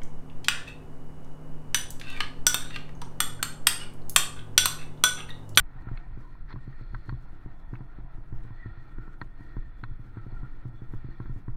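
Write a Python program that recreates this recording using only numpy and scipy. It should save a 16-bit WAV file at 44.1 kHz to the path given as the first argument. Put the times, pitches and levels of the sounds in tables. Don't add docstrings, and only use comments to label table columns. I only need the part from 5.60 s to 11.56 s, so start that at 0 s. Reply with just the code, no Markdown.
import sys
import numpy as np
from scipy import signal
from scipy.fft import rfft, irfft, next_fast_len
from scipy.io import wavfile
from scipy.ndimage import uniform_filter1d, map_coordinates

SR = 44100
rng = np.random.default_rng(int(sys.argv[2]) if len(sys.argv) > 2 else 0)


def voltage_ratio(decibels):
    exponent = np.asarray(decibels, float) / 20
    return 10 ** exponent


def log_audio(samples):
    frames = np.atleast_2d(samples).T
    limited = np.clip(frames, -1, 1)
    pcm = np.round(limited * 32767).astype(np.int16)
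    wavfile.write(sys.argv[1], SR, pcm)


N = 262900

# (time [s], slow sway level [dB], judder level [dB])
LURCHES = [(0.0, -30, -36), (0.22, -57, -38.5), (0.35, -35, -35.5), (0.53, -33.5, -36.5), (0.71, -51, -46),
           (0.838, -37.5, -40), (1.0, -43, -49), (1.18, -38.5, -53), (1.34, -39.5, -33.5), (1.53, -48, -32),
           (1.72, -35, -46.5), (1.89, -38.5, -45), (2.08, -38.5, -43.5), (2.42, -41, -37),
           (2.57, -36, -42.5), (2.778, -28, -37.5), (2.95, -43, -48), (3.09, -44, -37.5),
           (3.391, -39, -35.5), (3.64, -45, -43), (4.0, -35.5, -31.5), (4.16, -51, -43.5), (4.31, -33, -39),
           (4.57, -44, -40.5), (4.79, -32.5, -33), (4.95, -34, -48), (5.341, -29, -41.5), (5.48, -37, -39),
           (5.708, -31, -33.5), (5.94, -28.5, -39)]
# (frequency [Hz], density [dB per Hz])
SWAY_COLOUR = [(2.4, -49.5), (4.0, -1.5), (24, 1), (31, -25.5), (53, -120)]
# (frequency [Hz], density [dB per Hz])
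JUDDER_COLOUR = [(16, -43), (23, -2), (40, -3), (70, -18), (100, -18.5), (260, -36), (500, -67)]


def heave():
    lurch_s = 0.078
    calm_sway_db, calm_judder_db = -40.5, -49
    at, sway_db, judder_db = np.transpose(LURCHES)
    sway_level = voltage_ratio(swells(at, lurch_s * 0.81, sway_db, calm_sway_db))
    judder_level = voltage_ratio(swells(at, lurch_s, judder_db - 4.0, calm_judder_db))
    sway = sway_level * steady(SWAY_COLOUR, size=2600)
    return sway + judder_level * steady(JUDDER_COLOUR, size=1300)


# (frequency [Hz], width [Hz], level [dB])
MOUNT = [(120.4, 15.56, -1.5), (183.8, 56.6, -13), (288.8, 43.8, -11.5), (338.5, 5.16, -9), (385, 38, -28)]
# (time [s], level [dB])
ROUGHNESS = [(0.0, -50), (0.11, -49), (0.48, -49.5), (0.66, -51.5), (0.9, -51.5), (1.09, -53), (1.7, -50),
             (2.4, -49.5), (2.65, -51.5), (2.77, -45.5), (3.1, -53.5), (3.4, -49.5), (3.65, -49),
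             (3.8, -51), (4.4, -51), (4.9, -48.5), (5.43, -51.5), (5.96, -51.5)]
# (time [s], upper modes level [dB], low mode level [dB], housing tap level [dB])
BUMPS = [(0.268, -33.5, -42, -47), (0.312, -33, -38.5, -45), (0.938, -35, -43, -43), (0.959, -41, -42, -40),
         (1.333, -39, -40.5, -45), (1.483, -36.5, -39.5, -39), (1.523, -33, -34.5, -49),
         (1.858, -33, -46, -48), (2.129, -30, -38.5, -44), (2.204, -35, -44.5, -43),
         (2.723, -35, -39.5, -45.5), (2.848, -41.5, -51, -46), (2.904, -41.5, -41.5, -46),
         (3.057, -32, -40, -49), (3.172, -49, -48, -47.5), (3.382, -33, -42, -47), (3.475, -38, -56, -45),
         (3.613, -33.5, -42.5, -31), (3.805, -41, -44.5, -47), (3.965, -29.5, -40, -35.5),
         (4.23, -37, -40.5, -42.5), (4.568, -31.5, -38.5, -36), (4.829, -37.5, -41, -44),
         (5.052, -34.5, -38, -46.5), (5.334, -30, -40, -38.5), (5.599, -29.5, -38, -36.5),
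         (5.654, -38.5, -51, -50), (5.694, -36.5, -36, -50), (5.759, -41.5, -40.5, -51),
         (5.879, -31, -35.5, -39)]
# (time [s], upper modes level [dB], low mode level [dB])
SOFT_BUMPS = [(0.154, -56, -48.5), (0.572, -36, -43.5), (1.075, -35.5, -41), (1.209, -40, -43.5),
              (2.384, -35.5, -48), (2.442, -56, -50.5), (2.579, -40.5, -48.5), (4.31, -48, -43),
              (4.393, -48, -43), (4.663, -33.5, -44), (4.722, -38, -46), (5.136, -65, -46.5),
              (5.217, -35, -42.5), (5.443, -35.5, -39), (5.484, -36, -46)]
# (frequency [Hz], width [Hz], level [dB])
PUSH = [(162, 113, -20)]


def mount():
    soft_tap_db = -57
    push_lag_s = 0.00075
    seating = 0.04
    shaken = filtered(grit(grains_db=3.0, rough_db=2.5), modes(MOUNT))
    buzz = voltage_ratio(curves(ROUGHNESS)[0] - 4) * unit(shaken)

    thud, upper, taps = np.zeros(N + SR), np.zeros(N), np.zeros(N + SR)
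    t = np.arange(SR // 3) / SR
    tap_t = t[:SR // 16]
    hz, width = MOUNT[0][:2]
    soft_bumps = [(*row, soft_tap_db) for row in SOFT_BUMPS]
    for s, upper_db, low_db, tap_db in sorted([tuple(row) for row in BUMPS] + soft_bumps):
        at = round((s + 0.0013) * SR)
        heavy = -np.sin(2 * np.pi * hz * rng.normal(1, seating) * t)
        heavy *= np.exp(-np.pi * width * t) * (1 - np.exp(-t / 0.0028))
        thud[at:][:len(t)] *= np.exp(-t / 0.005)
        thud[at:][:len(t)] += voltage_ratio(low_db + 11.5) * heavy
        upper[at + round(push_lag_s * SR)] = -voltage_ratio(upper_db + 55.5)
        alone = min(abs(s - click[0]) for click in CLICKS) > 0.016
        tap = voltage_ratio(tap_db - 7.5) * strike(tap_t, [3.5, -2.0, -8, -31, -16])
        taps[at + SR // 1000:][:len(tap_t)] += alone * tap

    def knock_response(f):
        soft = 1j * f / (70 + 1j * f) / (1 + 1j * f / 430) ** 4
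        return soft * sum(modes([mode])(f) for mode in MOUNT[1:] + PUSH)

    return buzz + filtered(upper, knock_response) + thud[:N] + taps[:N]


# (time [s], middle modes level [dB],
# then low, upper and top modes levels against the middle [dB])
CLICKS = [(0.2206, -51.5, -10, -16, -23), (0.2862, -41, -9, -22, -36), (0.3735, -49, -19, 8, -9.5),
          (0.752, -58, 1, -11, -29), (0.9046, -45, -2, -22, -18.5), (0.9114, -44, -8, -21, -30),
          (0.9182, -46, -6, -22, -30), (0.9265, -43.5, -5, -9, -15), (0.9585, -48.5, 0, -27, -33),
          (1.346, -30, -12, -25, -35), (1.4924, -33, -8, -16, -24.5), (1.525, -56.5, 6, -15, -22),
          (2.136, -42, -6, -18, -41), (2.1533, -43.5, -14, -0.5, -32), (3.3827, -46, -7, -16, -37),
          (3.5397, -49, -19, -27, -32), (3.6140, -26, -14, -27, -29), (3.6212, -59, -10, -30, -35),
          (3.966, -44, -5, -32, -39), (4.2369, -32, -10, -14, -25.5), (4.572, -49, -2.5, -25, -37),
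          (5.6574, -45.5, -7, -20, -33)]


def clicks():
    out, t = np.zeros(N + SR), np.arange(SR // 16) / SR
    for s, db, low_db, upper_db, top_db in CLICKS:
        parts_db = np.add([low_db, 0, upper_db, top_db, top_db], [9.4, 0.26, 26.4, 27.6, 21])
        out[round(s * SR):][:len(t)] += voltage_ratio(db - 2.5) * strike(t, parts_db)
    wall = signal.butter(6, 4800, fs=SR, output="sos")
    return signal.sosfilt(wall, out[:N])


# (frequency [Hz], level [dB], decay by 60 dB [s])
STRUCK_HOUSING = [(993, -4, 0.037), (1084, -8, 0.054), (1373, 2, 0.021), (1510, -2, 0.028),
                  (1833, -7.5, 0.038), (2210, -23, 0.019), (2544, -30, 0.036), (3430, -23, 0.033),
                  (3710, -24, 0.028), (4240, -9, 0.022), (4270, -30, 0.043)]


def strike(t, parts_db):
    bite, bite_s = 0.52, 0.0025
    ring = np.zeros(len(t))
    for hz, db, t60 in STRUCK_HOUSING:
        group = np.searchsorted([1200, 2100, 3000, 3900], hz)
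        level_db, detune = rng.normal(0, [1.5, 0.015])
        decay = voltage_ratio(db + parts_db[group] + level_db - 60 * t / t60)
        ring += decay * np.sin(2 * np.pi * hz * (1 + detune) * t)
    ring *= 1 + bite * np.exp(-t / bite_s)
    return ring * (1 - np.exp(-(t / 0.0007) ** 2))


# (frequency [Hz], width [Hz], level [dB])
HOUSING = [(706, 170, -6.5), (998, 170, -8), (1370, 86, 0), (1850, 33, -4), (2346, 110, -16),
           (3430, 98, -26), (4235, 220, -21.5)]
# (frequency [Hz], density [dB per Hz])
ROAD_COLOUR = [(210, -42), (350, -6.5), (571, -13.5), (953, -12.5), (1180, -10.5), (1340, -5), (1630, -12),
               (1870, -11), (2950, -28), (4240, -28), (5670, -47), (7370, -94), (12500, -120)]
# (time [s], level [dB])
WETNESS = [(0.0, -63), (0.41, -57.5), (0.71, -67), (1.31, -67), (1.54, -64.5), (2.29, -60.5), (2.72, -63),
           (3.02, -62.5), (3.35, -64), (4.21, -69), (4.48, -70.5), (4.8, -63), (5.13, -67.5), (5.38, -64.5),
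           (5.6, -67), (5.96, -64)]
# (time [s], half length [s], lower, high and top mode levels [dB])
CHAIN_PULLS = [(0.344, 0.23, -61.5, -88, -96), (0.66, 0.16, -67.5, -97, -79.5),
               (1.147, 0.29, -67.5, -86, -80), (1.37, 0.3, -69, -76, -70.5),
               (2.103, 0.46, -75, -79.5, -87.5), (3.105, 0.3, -64.5, -74, -77),
               (3.43, 0.12, -65.5, -87, -87), (3.884, 0.18, -67, -75.5, -77),
               (4.218, 0.27, -69, -75.5, -82), (4.762, 0.31, -66, -78, -81), (5.2, 0.093, -74, -73.5, -82),
               (5.517, 0.26, -64, -74, -76.5)]
SLACK_DB = [-74.5, -87.5, -94.5]


def rolling():
    wet_db, = curves(WETNESS)
    at, half_s, *pull_db = np.transpose(CHAIN_PULLS)
    lower_db, high_db, top_db = [swells(at, half_s, db, slack) for db, slack in zip(pull_db, SLACK_DB)]
    middle_db = -68.5 + 0.8 * wobble(3.77)
    road = unit(filtered(grit(grains_db=1.0, rough_db=1.86), colour(ROAD_COLOUR)))
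    bed = voltage_ratio(0.3 * (wet_db + middle_db + lower_db) - 3.5) * road
    tyre = band(HOUSING[:2], wet_db - 3.5) + band(HOUSING[2:3], middle_db - 3.0)
    tyre += band(HOUSING[5:6], high_db - 5)
    chain = band(HOUSING[3:4], lower_db - 3.0) + band(HOUSING[4:5], lower_db - 13.5)
    chain += band(HOUSING[6:], top_db - 3.5)
    return bed + tyre + chain


def band(table, db):
    noise = grit(grains_db=2.0, rough_db=1.9)
    return voltage_ratio(db) * unit(filtered(noise, lambda f: np.abs(modes(table)(f)) ** 1.13))


# (time [s], half length [s], level [dB], pitch [Hz])
RUBS = [(0.29, 0.041, -58, 1370), (0.665, 0.051, -59.5, 1012), (1.142, 0.1, -65.5, 1855),
        (2.966, .04, -63.5, 1840), (3.003, 0.031, -54.5, 1914), (3.045, .05, -57, 1883),
        (3.082, 0.042, -58.5, 1855), (3.087, 0.091, -61, 1370), (3.2, 0.03, -62, 1850),
        (3.43, .11, -58, 1400), (3.52, 0.036, -67, 1370), (3.754, 0.033, -70, 1890),
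        (3.828, 0.025, -66, 1850), (3.944, 0.2, -64, 1845), (4.594, 0.083, -61, 1367),
        (4.77, 0.031, -55, 1370), (4.847, 0.026, -56.5, 1370), (5.124, 0.27, -69, 1370),
        (5.647, 0.1, -62.5, 1380)]


def rubs():
    out, s = np.zeros(N), np.arange(N) / SR
    flutter = wobble(150) + 1j * wobble(150)
    for at, half_s, db, hz in RUBS:
        near = slice(round(max(at - 3 * half_s, 0) * SR), round((at + 3 * half_s) * SR))
        level = voltage_ratio(db - 10 * ((s[near] - at) / half_s) ** 2)
        out[near] += level * np.real(flutter[near] * np.exp(2j * np.pi * hz * s[near]))
    return out


# (time [s], half length [s], level [dB])
SCRAPES = [
    (0.893, .006, -65),
    (0.906, 0.022, -52),
    (0.929, 0.0077, -54),
]
# (frequency [Hz], density [dB per Hz])
SCRAPE_COLOUR = [(250, -28), (400, 1.5), (650, -19), (1100, -7.5), (1900, 3), (2800, -23), (4200, -15.5),
                 (6500, -38)]


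def scrapes():
    at, half_s, db = np.transpose(SCRAPES)
    drag = filtered(grit(grains_db=-1.0, rough_db=2.5), colour(SCRAPE_COLOUR))
    return voltage_ratio(swells(at, half_s, db, -120)) * unit(drag)


def unit(x):
    return x / np.sqrt(np.mean(x ** 2) + 1e-20)


def curves(rows):
    s, *cols = np.transpose(rows)
    return [np.interp(np.arange(N) / SR, s, c) for c in cols]


def swells(at, half_s, db, calm_db):
    s = np.arange(0, N, 64) / SR
    away = (s - np.asarray(at)[:, None]) / np.reshape(half_s, (-1, 1))
    tops_db = np.asarray(db)[:, None] - 10 * away ** 2
    power = voltage_ratio(2 * calm_db) + voltage_ratio(2 * tops_db).sum(axis=0)
    return np.interp(np.arange(N) / SR, s, 10 * np.log10(power))


def wobble(rate):
    knots = rng.standard_normal(int(N * rate / SR) + 4)
    return map_coordinates(knots, [np.arange(N) * rate / SR])


def grit(grains_db, rough_db):
    return unit(rng.standard_normal(N) * voltage_ratio(grains_db * wobble(400) + rough_db * wobble(25)))


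def steady(points, size):
    x = filtered(rng.standard_normal(N), colour(points))
    power = np.abs(uniform_filter1d(uniform_filter1d(x ** 2, size), size))
    return unit(x / np.sqrt(power + 0.097 * np.mean(x ** 2)))


def filtered(x, response):
    m = next_fast_len(N + SR // 2)
    return irfft(rfft(x, m) * response(np.fft.rfftfreq(m, 1 / SR)), m)[:N]


def colour(points):
    f, db = np.transpose(points)
    return lambda hz: voltage_ratio(np.interp(np.log(hz + 1), np.log(f + 1), db, left=-120, right=-120))


def modes(table):
    def response(f):
        total = 0
        for k, (centre, width, db) in enumerate(table):
            damping = 1j * f * width
            total = total + (-1) ** k * voltage_ratio(db) * damping / (centre * centre - f * f + damping)
        return total
    return response


def scene():
    return (heave() + mount() + clicks() + rolling() + rubs() + scrapes())[None]


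# (time [s], level [dB])
HISS_BURSTS = [(1.516, -81.5), (2.796, -81.1), (3.607, -81.2), (5.336, -80.8), (5.698, -82.6), (2.76, -84),
               (5.65, -85), (5.95, -80)]


def hiss_gain(quiet):
    swings = [(row[0], -88.5) for row in BUMPS + SOFT_BUMPS if row[2] > -43.2]
    at, db = np.transpose(swings + [tuple(row) for row in HISS_BURSTS])
    marks = np.bincount((at * SR).astype(int), voltage_ratio(2 * db), N)
    jumps = np.abs(signal.fftconvolve(marks, signal.windows.tukey(2000, 0.6), "same"))
    return np.sqrt(quiet ** 2 + jumps)


# (frequency [Hz], density [dB per Hz])
HISS_COLOUR = [(3000, -10), (5500, -1), (7600, -5), (8100, 2), (15900, 2.5)]


def hiss(gain):
    return voltage_ratio(4.5) * gain * unit(filtered(rng.standard_normal(N), colour(HISS_COLOUR)))


def drop_weak_treble(noisy, gain, quiet):
    hz, t, z = signal.stft(noisy, SR, "cosine", nperseg=2048)
    threshold = colour([(1800, -40), (2800, -11), (4200, -12), (5500, -18), (20000, -21)])
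    follow = np.where(hz > 7800, 1, 0.4)[:, None]
    lift = (np.interp(t, np.arange(N) / SR, gain) / quiet) ** follow
    kept = z * (np.abs(z) > quiet * lift * threshold(hz)[:, None])
    return signal.istft(kept, SR, "cosine", nperseg=2048)[1][None, :N]


def band_limit(x):
    return signal.sosfilt(signal.butter(12, 15750, fs=SR, output="sos"), x)


def record(dry):
    quiet = voltage_ratio(-92)
    gain = hiss_gain(quiet)
    mix = drop_weak_treble(dry[0] + hiss(gain), gain, quiet)
    return band_limit(mix)


dry = scene()
out = record(dry)
log_audio(out)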